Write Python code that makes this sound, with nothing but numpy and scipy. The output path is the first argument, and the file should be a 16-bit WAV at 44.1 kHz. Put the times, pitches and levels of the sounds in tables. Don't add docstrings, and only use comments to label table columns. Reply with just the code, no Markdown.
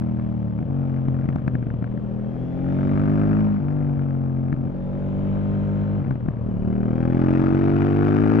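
import sys
import numpy as np
from scipy import signal
from scipy.fft import rfft, irfft, next_fast_len
from scipy.io import wavfile
from scipy.ndimage import uniform_filter1d

SR = 44100
rng = np.random.default_rng(int(sys.argv[2]) if len(sys.argv) > 2 else 0)


def put_to_file(sound):
    columns = np.atleast_2d(sound).T
    safe = np.clip(columns, -1, 1)
    whole_steps = np.round(safe * 32767)
    wavfile.write(sys.argv[1], SR, whole_steps.astype(np.int16))


def makeup_ratio(level_db):
    decades = np.asarray(level_db, float) / 20
    return 10 ** decades


N = 370440
TIME = np.arange(N) / SR

# time in seconds, cycles per second (both cylinders fire once a cycle).
REVS = [(0.0, 40.56), (0.3, 39.01), (0.57, 36.89), (0.73, 46.57), (0.9, 45.12), (1.05, 44.23),
        (1.26, 44.57), (1.79, 38.16), (1.95, 40.91), (2.12, 39.89), (2.28, 41.47), (2.46, 42.61),
        (2.68, 45.28), (2.9, 48.25), (3.12, 50.37), (3.37, 52.7), (3.53, 51.82), (3.65, 50.19),
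        (3.77, 49.7), (4.0, 47.08), (4.23, 45.25), (4.49, 44.61), (4.64, 44.74), (4.79, 45.68),
        (5.1, 47.54), (5.4, 49.32), (5.7, 49.96), (5.95, 50.28), (6.25, 37.83), (6.45, 37.91),
        (6.62, 37.44), (6.78, 38.72), (6.95, 40.6), (7.13, 42.9), (7.32, 44.77), (7.56, 46.63),
        (7.68, 48.12), (7.8, 48.27), (7.92, 49.16), (8.05, 50.44), (8.22, 52.39), (8.4, 54.41)]
# time in seconds, jerk in cycles per second, width in seconds.
CHAIN_JERKS = [
    (3.63, -1.92, .06),
    (4.679, .47, .06),
    (6.461, .74, .06),
    (6.475, 2, .03),
    (6.545, -2, .03),
]
# time in seconds, place in the list of exhaust notes (0 to 12).
THROTTLE = [(.58, 0.2), (.7, 0.8), (1.85, 1), (1.95, 1.78), (2.28, 2), (2.42, 2.92), (2.66, 2.98),
            (2.819, 6.99), (3.251, 6.87), (3.481, 5.87), (3.581, 6), (3.62, 1), (4.6, 0.7), (4.75, 3.9),
            (4.95, 4), (5.35, 4.7), (5.98, 5), (6.04, 0.82), (6.42, 0.98), (6.498, 7.88), (6.8, 7.98),
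            (6.981, 8.98), (7.059, 8.97), (7.25, 9.79), (7.55, 10), (7.799, 10.87), (8.02, 11),
            (8.25, 11.93)]
# time in seconds, level in dB.
LOUDNESS = [(0, -23.5), (.56, -25.5), (.7, -28.5), (.76, -22), (1.3, -23), (2.0, -27), (2.5, -27.5),
            (2.7, -21.5), (3.05, -19.5), (3.46, -18), (3.57, -21), (4.5, -23), (4.73, -29.5), (5.36, -22.5),
            (6.95, -22), (7.27, -18), (7.95, -18.5), (8.4, -15)]
# start and end in seconds, scatter of the firings in dB, change of level in dB.
STUMBLES = [
    (.58, .73, 5.5, 2),
    (1.06, 2.05, 3, -0.14),
    (2.05, 2.45, 1, 0.5),
    (3.56, 3.65, 3, -0.5),
    (4.5, 4.74, 3.5, 1.5),
    (6.02, 6.15, 3, 0.4),
    (6.15, 6.48, 3.5, -4.5),
    (6.48, 6.64, 1, -4),
]
# time in seconds, sharp crack in dB, dull thump in dB.
POPS = [(0.588, -37, -36), (0.626, -42.5, -20.5), (1.083, -31.5, -15.5), (1.221, -42, -32.5),
        (1.255, -38, -20.5), (1.2879, -29.5, -16), (1.3264, -37.5, -35), (1.3581, -28, -17),
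        (1.3836, -37.5, -28.5), (1.4193, -46.5, -26), (1.4779, -27.5, -15), (1.5519, -31, -17),
        (1.6253, -37.5, -22.5), (1.667, -38, -19.5), (1.702, -35.5, -35.5), (1.7386, -37.5, -21),
        (1.8235, -37, -19.5), (1.8413, -36, -25), (1.874, -41, -47), (1.974, -37, -23.5),
        (2.809, -37.5, -38), (3.683, -37, -38), (3.992, -39, -43.5), (4.526, -29.5, -17.5),
        (4.539, -42.5, -20), (4.838, -50.5, -34.5), (5.853, -46, -37), (6.0421, -44.5, -25.5),
        (6.067, -45.5, -35), (6.0785, -45, -20), (6.108, -31, -17.5), (6.123, -43.5, -24.5),
        (6.155, -41.5, -21.5), (6.206, -45, -31), (6.2593, -41.5, -23), (6.2847, -32.5, -15.5),
        (6.335, -44.5, -27), (6.369, -45, -24.5)]

# multiple of the cycle rate, level in dB.
SHUT_LOW = [(1, -30), (2, -10), (3, 0), (4, -5.5), (5, 1.5), (6, -2.5), (7, -19.5), (8, -8), (9, -24),
            (10, -28), (11, -27.5), (12, -37), (13, -32.5), (14, -29.5), (15, -24), (16, -30), (17, -21.5),
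            (18, -35.5), (19, -29.5), (20, -32.5), (21, -40), (22, -48)]
SHUT = [(1, -30.5), (2, -10), (3, 2), (4, -14), (5, -5), (6, -9.5), (7, -17.5), (8, -27.5), (9, -36.5),
        (10, -24), (11, -38), (12, -22), (13, -29.5), (14, -32.5), (15, -28.5), (16, -30.5), (17, -37),
        (18, -32.5), (19, -45), (20, -43), (21, -46.5), (22, -45.5)]
COAXED = [(1, -11), (2, -21.5), (3, 1), (4, -7), (5, 4.5), (6, -5.5), (7, -13), (8, -22.5), (9, -18.5),
          (10, -15), (11, -20.5), (12, -27), (13, -16), (14, -21.5), (15, -31.5), (16, -30.5), (17, -26.5),
          (18, -29.5), (19, -29.5), (20, -35.5)]
PICKING_UP = [(1, -12.5), (2, -11.5), (3, 0.0), (4, 1), (5, -13), (6, 0), (7, -10), (8, -19.5), (9, -17),
              (10, -22.5), (11, -31.5), (12, -15), (13, -18.5), (14, -40), (15, -22), (16, -24.5),
              (17, -31), (18, -22), (19, -43), (20, -34), (21, -39.5), (22, -36.5)]
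EASED = [(1, -8), (2, -6.5), (3, -2.5), (4, 1.5), (5, -4.5), (6, -7), (7, -13.5), (8, -16.5), (9, -21),
         (10, -22), (11, -18.5), (12, -13), (13, -19), (14, -29.5), (15, -29.5), (16, -32), (17, -32.5),
         (18, -24), (19, -40.5), (20, -36), (21, -26.5), (22, -45.5)]
PART = [(1, -11.5), (2, 1), (3, -1.5), (4, 2), (5, -12.5), (6, -11), (7, -20.5), (8, -17), (9, -20.5),
        (10, -21.5), (11, -17.5), (12, -20.5), (13, -25), (14, -33.5), (15, -27), (16, -38.5), (17, -37),
        (18, -30.5), (19, -38), (20, -39), (21, -27), (22, -42), (23, -33), (24, -43.5)]
LIFTING = [(1, -13.5), (2, -4.5), (3, -4), (4, 5.5), (5, -7.5), (6, -12.5), (7, -24.5), (8, -23.5),
           (9, -34.5), (10, -29), (11, -22.5), (12, -27.5), (13, -28), (14, -28.5), (15, -27.5),
           (16, -37.5), (17, -42), (18, -28), (19, -37), (20, -44)]
HALF = [(1, -18.5), (2, -4.5), (3, 0.5), (4, -2), (5, -1), (6, -4.5), (7, -14.5), (8, -14), (9, -38.5),
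        (10, -28), (11, -18), (12, -22.5), (13, -20), (14, -26), (15, -32), (16, -35), (17, -44),
        (18, -39.5), (19, -34.5), (20, -37), (21, -39), (22, -37.5), (23, -44.5), (24, -25.5)]
OPENING = [(1, -13), (2, -16), (3, -1.5), (4, -14), (5, 3.5), (6, -2.5), (7, -5.5), (8, -20.5), (9, -14.5),
           (10, -11), (11, -19), (12, -30), (13, -24), (14, -30.5), (15, -25), (16, -24.5), (17, -26),
           (18, -19), (19, -33), (20, -32.5), (21, -36), (22, -44), (23, -34.5), (24, -38.5)]
PULLING = [(1, -13), (2, -10.5), (3, 0.5), (4, -2), (5, -3), (6, -0.5), (7, -10), (8, -7.5), (9, -18),
           (10, -18), (11, -30), (12, -24), (13, -17), (14, -26), (15, -30.5), (16, -23.5), (17, -25),
           (18, -33.5), (19, -26.5), (20, -33), (21, -37), (22, -40), (23, -29), (24, -28.5), (25, -33),
           (26, -29), (27, -40.5), (28, -47)]
WIDE = [(1, -17), (2, -7), (3, 0.5), (4, -8.5), (5, 0.5), (6, -2.5), (7, 2), (8, -11), (9, -12.5),
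        (10, -19), (11, -22), (12, -27.5), (13, -21.5), (14, -25.5), (15, -23), (16, -29), (17, -31.5),
        (18, -28.5), (19, -33.5), (20, -30), (21, -40.5), (22, -35.5), (23, -30), (24, -35.5), (25, -37.5),
        (26, -36.5), (27, -33), (28, -30), (29, -40), (30, -32), (31, -25), (32, -36.5)]
HARD = [(1, -17), (2, 0), (3, 1.5), (4, -6), (5, 1), (6, 0), (7, 0), (8, -8), (9, -10.5), (10, -30.5),
        (11, -18), (12, -26), (13, -25), (14, -20), (15, -19.5), (16, -24.5), (17, -36.5), (18, -42.5),
        (19, -41.5), (20, -31.5), (21, -30.5), (22, -27.5), (23, -19.5), (24, -29.5), (25, -30), (26, -33),
        (27, -30), (28, -32), (29, -24), (30, -29.5), (31, -43), (32, -45.5)]
FLAT_OUT = [(1, -23), (2, 0.5), (3, -3), (4, 2.5), (5, 4.5), (6, 0.5), (7, -5.5), (8, -7), (9, -22.5),
            (10, -30), (11, -29), (12, -19), (13, -23), (14, -26), (15, -20.5), (16, -38), (17, -36),
            (18, -29.5), (19, -35), (20, -24), (21, -32.5), (22, -30), (23, -22), (24, -35.5), (25, -26),
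            (26, -28), (27, -26), (28, -28.5), (29, -29), (30, -34), (31, -38), (32, -30.5)]
NOTES = [SHUT_LOW, SHUT, COAXED, PICKING_UP, EASED, PART, LIFTING, HALF, OPENING, PULLING, WIDE, HARD, FLAT_OUT]

SECOND_DB = np.array([-1, -1, -2, -1, -1, -1, -1, -1, -8, -8, -7, 2, -1])
STEEP_RAD = np.array([-.3, -.1, 0, .4, .6, .7, .7, .9, .1, .6, 1.1, 1.1, 1.1])
GAS_DB = [-54, -54, -51.5, -49.5, -48, -55.5, -57.5, -47, -48.5, -45.5, -46, -47.5, -51.5]
SPIT_DB = [2.8, 2.8, 2.4, 1.8, 1.5, 1.5, 1.3, 1.3, 1.2, 1.4, 1.6, 1.6, 1.6]
SECOND_SPIT_DB = [5, -2, 3, 1, 0, 0, 2, -5, -4, -4, -3, 2, 2]
EARLY_S = [0, 0, 0, 0, .006, .006, 0, 0, 0, 0, 0, 0, 0]
HISS = [.06, .05, .15, .15, .28, .28, .22, .15, .12, .06, .12, .22, .22]
BITE_DB = [-20, -21, -4, -7.5, -9, -11.5, -5, -8, -3.5, -8, -3.5, 0, -3.5]
RUSH_DB = [-42.5, -42, -41, -38, -39, -36.5, -39.5, -33.5, -41.5, -34, -32.5, -37, -38.5]
PAN_DB = [2.1, 3.6, 3.8, 3.7, 1.2, 3.1, 2.3, 0.94, 1.8, 2, 0.97, 1.5, 4.4]

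# pitch in Hz, gain in dB.
PIPE = [(30, 0), (60, 0), (100, 0), (140, 0), (200, 0), (250, 0), (320, 0), (420, 0), (490, 1), (570, 2),
        (660, -1), (800, 2), (1000, 3), (1400, 2)]
# pitch in Hz, gain in dB.
GAS = [(250, -36.5), (500, -4), (800, -8.5), (1000, -11), (1400, -5.5), (1750, -11), (2100, -14.5),
       (2600, -22.5), (3300, -38), (4200, -38.5), (5000, -40), (7000, -48.5), (8500, -57), (10000, -52),
       (13000, -64.5), (16000, -71)]
# pitch in Hz, gain in dB.
CRACK = [(400, -13), (700, 2), (1000, 3.5), (1500, 4.5), (2200, -5), (3200, -24), (4700, -36.5),
         (7000, -57), (11000, -71.5), (16000, -87.5)]
# pitch in Hz, level in dB.
RUSH = [(15, -14), (30, -6.5), (50, -10.5), (80, -11.5), (150, -6.5), (250, -13.5), (500, -16.5),
        (900, -28), (1600, -43), (3100, -46), (4200, -64), (6000, -70.5), (10000, -94)]
# pitch in Hz, left minus right in dB.
SHADE = [(50, 0), (90, 1), (140, 2), (200, 1.5), (260, 3), (330, 1), (550, 1.5), (780, 3.5), (1050, 8),
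         (1400, 12), (1900, 10.5), (2600, 7), (3600, 4), (5500, 3), (9000, 3.5)]
# pitch in Hz, delay in radians.
LATE = [(0, 0), (90, .7), (140, .8), (200, 1.45), (260, 1.2), (400, .7), (560, -.5), (780, .4), (1050, 3),
        (1400, 4.8), (1900, 5.6), (2600, 6.2), (7000, 6.4), (22050, 7)]
# start and end in seconds, level in dB.
WHINE = [
    (1.9, 2.3, -74.5),
    (2.3, 2.97, -70.5),
    (4.72, 5.95, -76.5),
    (6.45, 6.97, -71),
    (6.97, 7.2, -68.5),
    (7.2, 7.68, -71),
    (7.68, 8.6, -84),
]
# start and end in seconds, level in dB.
INTAKE = [
    (4.9, 5.98, -83.5),
]
# start and end in seconds, extra bass in dB.
BUFFETS = [
    (3.601, 4.046, 5),
    (5.951, 6.103, 3),
    (6.451, 6.714, 8.5),
]

START_TURN = .43
SECOND_FIRING = 285 / 720
SHORT_PIPE_S = .0008
STEADY_DB, STUMBLE_EDGE_S = .55, .05
RASP_SLOPE, MIDDLE_DB, QUIET_DB = 1.9, -22.5, -32
WHINE_TEETH = 78.1
WHINE_OFF_DB, WHINE_EDGE_S = -95, .12


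def revs():
    rate, = curve(REVS)
    for s, jerk, width in CHAIN_JERKS:
        rate = rate + jerk * np.exp(-.5 * ((TIME - s) / width) ** 2)
    return rate


def firings(cycles):
    first = np.arange(1, int(cycles[-1]) + 1)
    both = np.column_stack([first, first + SECOND_FIRING]).ravel()
    return np.interp(both, cycles, TIME)


def exhaust(cycles, when, chance, level_db):
    scatter_db = np.interp(when, TIME, spells(STUMBLES, 2, STEADY_DB, STUMBLE_EDGE_S))
    last = np.clip(np.searchsorted(when - .002, TIME) - 1, 0, None)
    firing_size = makeup_ratio(scatter_db * np.minimum(chance[1], .8))
    strength = uniform_filter1d(firing_size[last], size=90)
    firing_shift = .001 * scatter_db ** 2 * chance[0]
    stumble = uniform_filter1d(firing_shift[last], size=200)
    pop_s, _, thump_db = np.transpose(POPS)
    spent = puff(clicks(pop_s - .004, np.clip(makeup_ratio(thump_db + 22), 0, 1)), .002, .012)
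    t, turns = TIME[::8], (cycles + stumble)[::8]
    stack, stray = 0, rng.standard_normal(40)
    for k in range(1, len(WIDE) + 1):
        db = [dict(note).get(k, -14 - .9 * k) for note in NOTES]
        twin = np.angle(1 + makeup_ratio(SECOND_DB) * np.exp(-2j * np.pi * k * SECOND_FIRING))
        echo = np.clip(.2 * (k - 7), 0, 1.2) * stray[k]
        lead = by_note(twin - STEEP_RAD, t) + echo
        stack = stack + makeup_ratio(by_note(db, t)) * np.cos(2 * np.pi * k * turns + lead)
    stack = signal.resample_poly(stack, 8, 1, padtype="reflect")[:N]
    stack = stack / np.sqrt(uniform_filter1d(stack ** 2, size=4000))
    burning = 1 - np.clip(spent, 0, .8)
    return colour(stack * strength * burning * makeup_ratio(level_db + 1.5), PIPE)


def thumps():
    pop_s, _, thump_db = np.transpose(POPS)
    t = np.arange(3000) / SR - .014
    push = np.exp(-.5 * (t / .0019) ** 2) * np.cos(2 * np.pi * 210 * t)
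    ring = .45 * np.cos(2 * np.pi * 140 * t) * np.exp(-np.abs(t) / np.where(t > 0, .014, .003))
    knock = .14 * np.cos(2 * np.pi * 650 * t) * np.exp(-.5 * (t / .0016) ** 2)
    blunt = np.convolve(push + ring + knock, np.hanning(24) / 11.5, "same")
    return signal.fftconvolve(clicks(pop_s - .012, makeup_ratio(thump_db + 5)), blunt)[:N]


def cracks():
    pop_s, crack_db, _ = np.transpose(POPS)
    norm = np.std(colour(rng.standard_normal(N), CRACK))

    def spit(db):
        click = clicks(pop_s + .0011, makeup_ratio(db + 16))
        cloud = puff(clicks(pop_s, makeup_ratio(db - .4)), .0025, .0018)
        return click + cloud * rng.standard_normal(N)

    def edge():
        bright = band_pass(spit(2 * crack_db - 3.5), 2800, 6000)
        return (colour(spit(crack_db), CRACK) + bright) / norm

    return pair(edge(), edge(), .23)


def gas(when, chance, level_db):
    second = np.arange(len(when)) % 2
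    second_db = by_note(SECOND_SPIT_DB, when)
    when = when - by_note(EARLY_S, when) - SHORT_PIPE_S * second
    sizes = makeup_ratio(by_note(SPIT_DB, when) * chance + second_db * second)
    gate = unit(puff(clicks(when - .0026, sizes), .004, .0018) + by_note(HISS))
    rattle = rng.standard_normal(400) * np.exp(-np.arange(400) / SR / .0009)
    rattle = np.convolve(rattle, np.hanning(9))
    snap = unit(signal.fftconvolve(clicks(when - .0015, sizes), rattle)[:N])

    def spits():
        return unit(colour(gate * rng.standard_normal(N) + .4 * snap, GAS))

    rasp = pair(spits(), spits(), .13)
    bite = band_pass(rasp, 2500, 4000)
    return makeup_ratio(level_db + 7) * (rasp + makeup_ratio(by_note(BITE_DB)) * bite)


def whine(cycles):
    level_db = spells(WHINE, 2, WHINE_OFF_DB, WHINE_EDGE_S)
    wander = np.cumsum(walk(400)) * 2 * np.pi * 38 / SR
    mesh = makeup_ratio(walk(40)) * np.sin(2 * np.pi * WHINE_TEETH * cycles + wander)
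    hiss = band_pass(rng.standard_normal((2, N)), 4200, 7400)
    air = unit(band_pass(hiss, 6200, 7500))
    air_db = spells(INTAKE, 2, -105, .4)
    return makeup_ratio(level_db) * mesh + makeup_ratio(.4 * level_db - 46) * hiss + makeup_ratio(air_db) * air


def rush():
    out = 0
    hz_table, db_table = np.transpose(RUSH)
    buffet_db = spells(BUFFETS, 2, 0, .075)
    for hz in 22 * 2 ** np.arange(0, 9, .5):
        shared, other = band_pass(rng.standard_normal((2, N)), hz / 2 ** .25, hz * 2 ** .25)
        db = np.interp(np.log(hz), np.log(hz_table), db_table) + 1.3 * walk(2.6) + buffet_db * (hz < 130)
        alike = np.clip(1 - hz / 900, .2, 1) * .8
        own = np.clip(hz / 150, .6, .7) * (1 - .3 * (800 < hz < 3000))
        out = out + makeup_ratio(db) * np.array([shared, alike * shared + own * other])
    gust_db = by_note(RUSH_DB) + .4 * walk(2.2)
    return unit(out) * makeup_ratio(.59 * gust_db - 12)


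def right_ear(x):
    x = np.pad(x, 2048, "reflect", reflect_type="odd")
    size = next_fast_len(len(x))
    hz = np.arange(size // 2 + 1) * SR / size + 1
    shade_hz, shade_db = np.transpose(SHADE)
    shade = makeup_ratio(-np.interp(np.log(hz), np.log(shade_hz), shade_db))
    delay = np.exp(-1j * np.interp(hz, *np.transpose(LATE)))
    return irfft(rfft(x, size) * shade * delay, size)[2048:N + 2048]


def pair(shared, other, likeness):
    right = likeness * shared + np.sqrt(1 - likeness ** 2) * other
    return np.array([shared, right_ear(right)])


def by_note(values, t=TIME):
    s, place = np.transpose(THROTTLE)
    return np.interp(t, s, np.interp(place, range(len(values)), values))


def spells(table, column, rest, edge_s):
    out = np.full(N, float(rest))
    for row in table:
        inside_s = np.minimum(TIME - row[0], row[1] - TIME)
        out += (row[column] - rest) * np.clip(inside_s / edge_s + .5, 0, 1)
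    return out


def curve(table):
    s, *columns = np.transpose(table)
    return [np.interp(TIME, s, c) for c in columns]


def unit(x):
    return x / np.sqrt(np.mean(x ** 2))


def band_pass(x, low_hz, high_hz):
    return signal.sosfilt(signal.butter(2, [low_hz, high_hz], "band", fs=SR, output="sos"), x)


def colour(x, spectrum):
    hz, db = np.transpose(spectrum)
    grid = np.arange(4097) * SR / 8192 + 1
    cepstrum = irfft(np.interp(np.log(grid), np.log(hz), db) * np.log(10) / 20)
    cepstrum[1:4096] *= 2
    cepstrum[4097:] = 0
    return signal.fftconvolve(x, irfft(np.exp(rfft(cepstrum))))[:N]


def clicks(seconds, sizes):
    place = np.clip(seconds * SR, 0, N - 2)
    whole = place.astype(int)
    part = place - whole
    return np.bincount(whole, sizes * (1 - part), N) + np.bincount(whole + 1, sizes * part, N)


def puff(x, rise_s, fall_s):
    t = np.arange(int(8 * fall_s * SR)) / SR
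    shape = (1 - np.exp(-t / rise_s)) * np.exp(-t / fall_s)
    return signal.fftconvolve(x, shape / shape.max())[:N]


def walk(rate):
    k = int(SR / rate)
    steps = np.repeat(rng.standard_normal(N // k + 1), k)
    return 2.1 * uniform_filter1d(uniform_filter1d(steps, k), k)[:N]


def scene():
    level_db = curve(LOUDNESS)[0] + spells(STUMBLES, 3, 0, STUMBLE_EDGE_S)
    gas_db = by_note(GAS_DB) + RASP_SLOPE * (np.maximum(level_db, QUIET_DB) - MIDDLE_DB)
    gas_db = uniform_filter1d(gas_db, size=5000)
    cycles = START_TURN + np.cumsum(revs()) / SR
    when = firings(cycles)
    chance = rng.standard_normal((3, len(when)))
    body = exhaust(cycles, when, chance, level_db) + thumps()
    body = np.array([body, right_ear(body) * makeup_ratio(2 - by_note(PAN_DB))])
    return body + gas(when, chance[2], gas_db) + cracks() + whine(cycles) + rush()


def low_pass(x):
    return signal.sosfilt(signal.butter(12, 15700, fs=SR, output="sos"), x)


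def record(dry):
    mix = np.tanh(0.71 * dry) / 0.72
    return low_pass(mix)


dry = scene()
out = record(dry)
put_to_file(out)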